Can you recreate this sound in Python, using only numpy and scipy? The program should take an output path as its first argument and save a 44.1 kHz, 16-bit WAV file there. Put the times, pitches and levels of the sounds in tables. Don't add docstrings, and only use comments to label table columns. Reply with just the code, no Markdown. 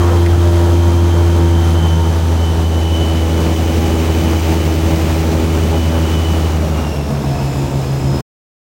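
import sys
import numpy as np
from scipy import signal
from scipy.fft import rfft, irfft, next_fast_len
from scipy.io import wavfile
from scipy.ndimage import uniform_filter1d

SR = 44100
rng = np.random.default_rng(int(sys.argv[2]) if len(sys.argv) > 2 else 0)


def inscribe(sig):
    pcm = np.round(np.clip(np.atleast_2d(sig).T, -1, 1) * 32767)
    wavfile.write(sys.argv[1], SR, pcm.astype(np.int16))


N = 379695
TIME_S = np.arange(N) / SR
BLADE_COUNT, PROP_TEETH, CRANK_TEETH = 3, 110, 48
CRUISE_HZ, COAST_HZ_PER_S = 82, 14

# t/s, f/Hz
BLADE_RATE = [(0, 86.6), (0.25, 85.95), (1.2, 85.4), (2.1, 83.1), (2.8, 81.9), (3.2, 81.65), (4.4, 81.8),
              (4.8, 81.4), (5.2, 81.25), (6, 81.55), (6.3, 81.3), (6.5, 80.4), (6.7, 78.4), (7.1, 72.7),
              (7.3, 71.1), (7.6, 70.05), (8.2, 69.75)]
# t/s, turn (0 ahead, about 1 at widest)
MIC_TURN = [(0, 0.15), (2.6, 0.03), (3.2, 0.56), (3.8, 0.84), (4.55, 0.95), (5.2, 0.88), (6.1, .66),
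            (6.7, 0.42), (7.1, 0), (8.2, 0.13)]

# cruise level/dB, speed slope/(dB/Hz), turned/dB, coasting/dB
RUMBLE_LAW = (-32.5, -0.15, 3.5, -0.5)
ROAR_LAW = (-25, 0.06, 5, 2)
HISS_LAW = (-34.6, 0.17, 2, -1)
SPRAY_LAW = (-41, -0.06, 12, 0.5)
BLADE_LAWS = [(1, -13.5, 1.1, -1, 1.5), (2, -27.5, -0.2, -1, -1), (3, -32.5, -0.1, 4, -1),
              (5, -36.5, 0.67, 6.5, -10.5), (6, -38.5, 0, -1, -4), (7, -43, .1, 8, -3),
              (8, -43, -0.1, 3.5, -6), (9, -42, 0, -3.5, 3.5), (10, -42, -0.2, 6.5, -1.5),
              (11, -40, 0.64, -0.5, 4), (12, -44.5, -0.2, -4, -2.5), (13, -48.5, -0.6, 1.5, -7),
              (15, -51, -0.1, 2.5, -0.5), (20, -53.5, 0.5, 0.5, -3.5), (24, -60, -0.5, 5.5, -5)]
# t/s, level/dB
NASAL_LEVEL = [(0, -19.5), (0.7, -20.5), (1.6, -21), (1.9, -27), (2.65, -30), (3.05, -25), (4.4, -22.5),
               (5.4, -23.5), (5.9, -27), (6.35, -25.5), (6.9, -38), (7.4, -29.5), (8.2, -34)]
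# f/Hz, width/Hz, lift/dB
CAGE_MODES = [(344.3, 23.6, 13), (601.8, 7.7, 10)]

# four-stroke cycle order, relative level/dB
RUMBLE_ORDERS = [(2, -5), (3, 1), (6, -11), (7, -9), (8, -17), (10, -17), (12, -17), (15, -19), (16, -19),
                 (18, -14), (24, -22)]
# t/s, level/dB
BOOM_LEVEL = [(0, -39), (1.2, -30), (1.95, -21.5), (2.7, -42), (5.2, -25), (6.6, -30), (6.9, -27),
              (7.25, -19.5), (8.2, -17)]
# t/s, level/dB
TOOTH_LEVEL = [(0, -40), (0.5, -48), (0.9, -42), (1.5, -42.5), (1.85, -33), (2.25, -49), (2.45, -34.5),
               (2.6, -41.5), (2.98, -30.5), (3.25, -39), (3.7, -38.5), (4.7, -41.5), (5.2, -49),
               (5.6, -40.5), (6.27, -34.5), (6.47, -41), (6.68, -52), (6.8, -38.5), (6.93, -39.5),
               (7.08, -53), (7.4, -47), (8.2, -56)]
OCTAVE_LEVEL = [(0, -56), (1.85, -49), (2.6, -55), (6.3, -58), (6.7, -54), (6.92, -45), (7.1, -52),
                (7.38, -45), (7.65, -51), (8.0, -46), (8.2, -39)]

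# f/Hz, relative density/dB
ROAR_SPECTRUM = [(20, -27), (35, -24), (55, 1.5), (80, -1), (130, -0.5), (210, 0.5), (270, -1.5),
                 (350, -2.5), (550, -6.5), (800, -13.5), (1400, -23.5), (3000, -54.5)]
SWISH_SPECTRUM = [(250, -32.5), (500, -13.5), (750, 1), (950, -2.5), (1300, -4.5), (1900, -13),
                  (3000, -30.5), (8000, -39.5)]
HISS_SPECTRUM = [(900, -8), (1800, -1), (2500, 0), (3400, 1.5), (4800, -2.5), (6400, -3), (8000, -6.5),
                 (11500, -12), (15500, -14)]
SPRAY_SPECTRUM = [(1000, -15.5), (1700, 6.5), (2400, 12), (3500, 0.5), (6500, 0.5), (10000, -9),
                  (12500, -16.5), (14000, -0.5), (15300, -3), (16000, 4)]
BUFFET_SPECTRUM = [(20, -16), (40, -10), (60, -1), (90, -1), (160, -5), (400, -31), (2000, -75.5)]
WHISTLE_SPECTRUM = [(5500, -45.5), (6700, -10), (7050, 0.5), (7300, -9), (7700, -7.5), (9500, -36.5)]
# t/s, level/dB
SWISH_LEVEL = [(0, -25.5), (0.17, -29), (0.8, -30.5), (1.6, -30), (2.6, -34), (3.6, -32.5), (4.4, -33.5),
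               (6.3, -31.5), (7.0, -34.5), (7.7, -36.5), (8.2, -33.5)]
WHISTLE_LEVEL = [(7.0, -75), (7.35, -52), (7.6, -43), (7.8, -49), (8.0, -47), (8.2, -51)]

# t/s, length/s, f/Hz, level/dB
HOOTS = [(0.043, 0.09, 1102, -29), (0.103, 0.05, 1290, -30), (0.125, 0.12, 470, -25), (2.76, .06, 530, -30),
         (5.13, 0.031, 674, -30), (5.36, 0.073, 505, -24), (6.648, .08, 592, -25), (6.796, .14, 1290, -36),
         (7.368, 0.08, 713, -29.5), (7.405, 0.052, 940, -34)]
# t/s, peak/dB
KNOCKS = [(0.2615, -15.5)]
# t/s, length/s, level/dB
BUFFETS = [(0.34, 0.15, -20), (7.35, 0.1, -22), (8.074, 0.18, -21.5)]
# t/s, peak before the muffler/dB
POPS = [(6.62, -15), (7.168, -14), (7.239, -11.5)]
# f/Hz, width/Hz, relative level/dB
HULL_MODES = [(1100, 300, -4), (1900, 430, 22), (2800, 700, -6)]
PIPE_MODES = [(328, 140, 7), (620, 230, 2), (826, 200, -14)]


def undb(db):
    return np.exp(np.asarray(db) * (np.log(10) / 20))


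def curve(table):
    return np.interp(TIME_S, *np.transpose(table))


def unit_rms(x):
    return x / np.sqrt(np.mean(x ** 2))


def noise(spectrum):
    hz, db = np.transpose(spectrum)
    size = next_fast_len(N, True)
    bins_hz = np.maximum(np.fft.rfftfreq(size, 1 / SR), 1)
    gain = undb(np.interp(np.log(bins_hz), np.log(hz), db))
    return unit_rms(irfft(rfft(rng.standard_normal(size)) * gain, size)[:N])


def jitter(rate_hz):
    points = rng.standard_normal(4096)
    return unit_rms(np.interp(TIME_S * rate_hz, np.arange(len(points)), points))


def tone(turns, rms_db):
    return np.sqrt(2) * undb(rms_db) * np.cos(2 * np.pi * turns)


def bursts(events, modes, decay_s):
    out, age_s = np.zeros(N), TIME_S[:SR // 4]
    for start_s, peak_db in events:
        push = rng.standard_normal(len(age_s)) * np.exp(-age_s / decay_s)
        ring = sum(undb(db) * signal.lfilter(*signal.iirpeak(hz, hz / width_hz, fs=SR), push)
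                   for hz, width_hz, db in modes)
        start = int(start_s * SR)
        out[start:start + len(ring)] += undb(peak_db) * ring / np.abs(ring).max()
    return out


def boat_state(blade_hz):
    slowing_hz_per_s = uniform_filter1d(-np.gradient(blade_hz) * SR, size=SR // 4)
    coast = np.clip(slowing_hz_per_s / COAST_HZ_PER_S, 0, 1)
    return blade_hz - CRUISE_HZ, curve(MIC_TURN), coast


def law_db(law, state):
    cruise_db, db_per_hz, turned_db, coasting_db = law
    excess_hz, turn, coast = state
    return cruise_db + db_per_hz * excess_hz + turned_db * turn + coasting_db * coast


def propeller(blade_turns, blade_hz, state, lag_turns=0.036, smear_turns=0.03, scatter_turns=0.031):
    orders, *law_columns = np.transpose(BLADE_LAWS)

    def harmonic_db(k):
        db = law_db([np.interp(k, orders, column) for column in law_columns], state)
        return db + cage_lift_db(k * blade_hz) if k < 10 else db

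    swell_turns = blade_turns + 0.003 * jitter(35)
    crest_turns = swell_turns - lag_turns
    load_db = 2.02 * jitter(30)
    fundamental_db = np.minimum(harmonic_db(1), -10.4)
    out = tone(swell_turns, fundamental_db + 0.42 * jitter(17))
    out += tone(2 * crest_turns, harmonic_db(2) + load_db)
    out += tone(4 * crest_turns, curve(NASAL_LEVEL) + 0.5 * load_db)
    for k in [3, *range(5, 25)]:
        level_db = harmonic_db(k) + load_db + 2.5 * jitter(6)
        chirp_turns = k * crest_turns - smear_turns * k * k
        out += tone(chirp_turns + scatter_turns * jitter(6), level_db)
    return out


def cage_lift_db(hz):
    return sum(db / (1 + (2 * (hz - centre_hz) / width_hz) ** 2)
               for centre_hz, width_hz, db in CAGE_MODES)


def exhaust(cycle_turns, state, uneven_db=0.3, wander_turns=0.016):
    rumble_db = law_db(RUMBLE_LAW, state)
    out = tone(5 * cycle_turns, curve(BOOM_LEVEL) + 0.7 * jitter(12))
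    for k, db in RUMBLE_ORDERS:
        order_turns = k * cycle_turns + wander_turns * jitter(11)
        out += tone(order_turns, rumble_db + db + uneven_db * jitter(14))
    return out


def belt(crank_turns, wobble_turns=0.027, wobble_depth=0.18, flutter_db=1.5, rough_turns=0.17):
    tooth_db, octave_db = curve(TOOTH_LEVEL), curve(OCTAVE_LEVEL)
    tension = np.sin(2 * np.pi * crank_turns)
    mesh_turns = CRANK_TEETH * crank_turns + wobble_turns * tension + 0.03 * jitter(50)
    whine = tone(mesh_turns, tooth_db + flutter_db * jitter(35))
    whine += tone(2 * mesh_turns, octave_db + flutter_db * jitter(50))
    rough = tone(mesh_turns + rough_turns * jitter(350), 0.5 * tooth_db - 22.5) * jitter(300)
    rough += tone(2 * mesh_turns + rough_turns * jitter(500), 0.13 * octave_db - 41.5) * jitter(450)
    return whine * (1 + wobble_depth * tension) + rough


def wash(blade_turns, cycle_turns, state):
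    blade_rad = 2 * np.pi * blade_turns
    chop = np.cos(blade_rad) + 0.78 * np.cos(2 * blade_rad) + 0.75 * np.cos(3 * blade_rad)
    firing = 0.074 * np.cos(2 * np.pi * 8 * cycle_turns)
    gust_db = 0.8 * jitter(18)
    roar_db = law_db(ROAR_LAW, state) + gust_db + 1.2 * jitter(40)
    swish_db = curve(SWISH_LEVEL) + gust_db + jitter(30)
    roar = noise(ROAR_SPECTRUM) * (1 + 0.2 * chop) * undb(roar_db)
    swish = noise(SWISH_SPECTRUM) * (1 + 0.053 * chop + firing) * undb(swish_db)
    hiss = noise(HISS_SPECTRUM) * (1 + 0.056 * chop + firing)
    hiss *= undb(law_db(HISS_LAW, state) + 0.5 * gust_db + 0.5 * jitter(22))
    spray = noise(SPRAY_SPECTRUM) * (1 + 0.056 * chop)
    spray *= undb(law_db(SPRAY_LAW, state) + 0.61 * gust_db + 1.5 * jitter(400))
    return roar + swish + hiss + spray


def hoots(glide_hz_per_s=-400):
    breath_turns = 0.16 * jitter(110)
    out = np.zeros(N)
    for centre_s, length_s, hz, db in HOOTS:
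        near = np.abs(TIME_S - centre_s) < 2 * length_s
        offset_s = TIME_S[near] - centre_s
        turns = hz * offset_s + 0.5 * glide_hz_per_s * offset_s ** 2 + breath_turns[near]
        out[near] += tone(turns, db) * np.exp(-(2 * offset_s / length_s) ** 2)
    return out


def hull_knock():
    return bursts(KNOCKS, HULL_MODES, decay_s=0.0066)


def wind_buffets():
    swell = sum(undb(db) * np.exp(-(2 * (TIME_S - centre_s) / length_s) ** 2)
                for centre_s, length_s, db in BUFFETS)
    return noise(BUFFET_SPECTRUM) * swell


def exhaust_pops(muffler_hz=1200):
    muffler = signal.butter(3, muffler_hz, fs=SR, output="sos")
    return signal.sosfilt(muffler, bursts(POPS, PIPE_MODES, decay_s=0.015))


def whistle():
    return noise(WHISTLE_SPECTRUM) * undb(curve(WHISTLE_LEVEL) + 2 * jitter(22))


def scene():
    blade_hz = curve(BLADE_RATE)
    state = boat_state(blade_hz)
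    blade_turns = np.cumsum(blade_hz) / SR
    crank_turns = blade_turns / BLADE_COUNT * PROP_TEETH / CRANK_TEETH
    cycle_turns = crank_turns / 2
    drive = propeller(blade_turns, blade_hz, state) + exhaust(cycle_turns, state) + belt(crank_turns)
    air = wash(blade_turns, cycle_turns, state) + wind_buffets() + hoots() + whistle()
    return (drive + air + hull_knock() + exhaust_pops())[None]


def record(dry):
    stop_s, decay_s, cutoff_hz = 8.207, 0.0017, 15800
    gate = np.exp(-np.maximum(TIME_S - stop_s, 0) / decay_s)
    lowpass = signal.ellip(10, 0.1, 90, cutoff_hz, fs=SR, output="sos")
    return signal.sosfilt(lowpass, np.clip(dry * gate, -1, 1))


dry = scene()
out = record(dry)
inscribe(out)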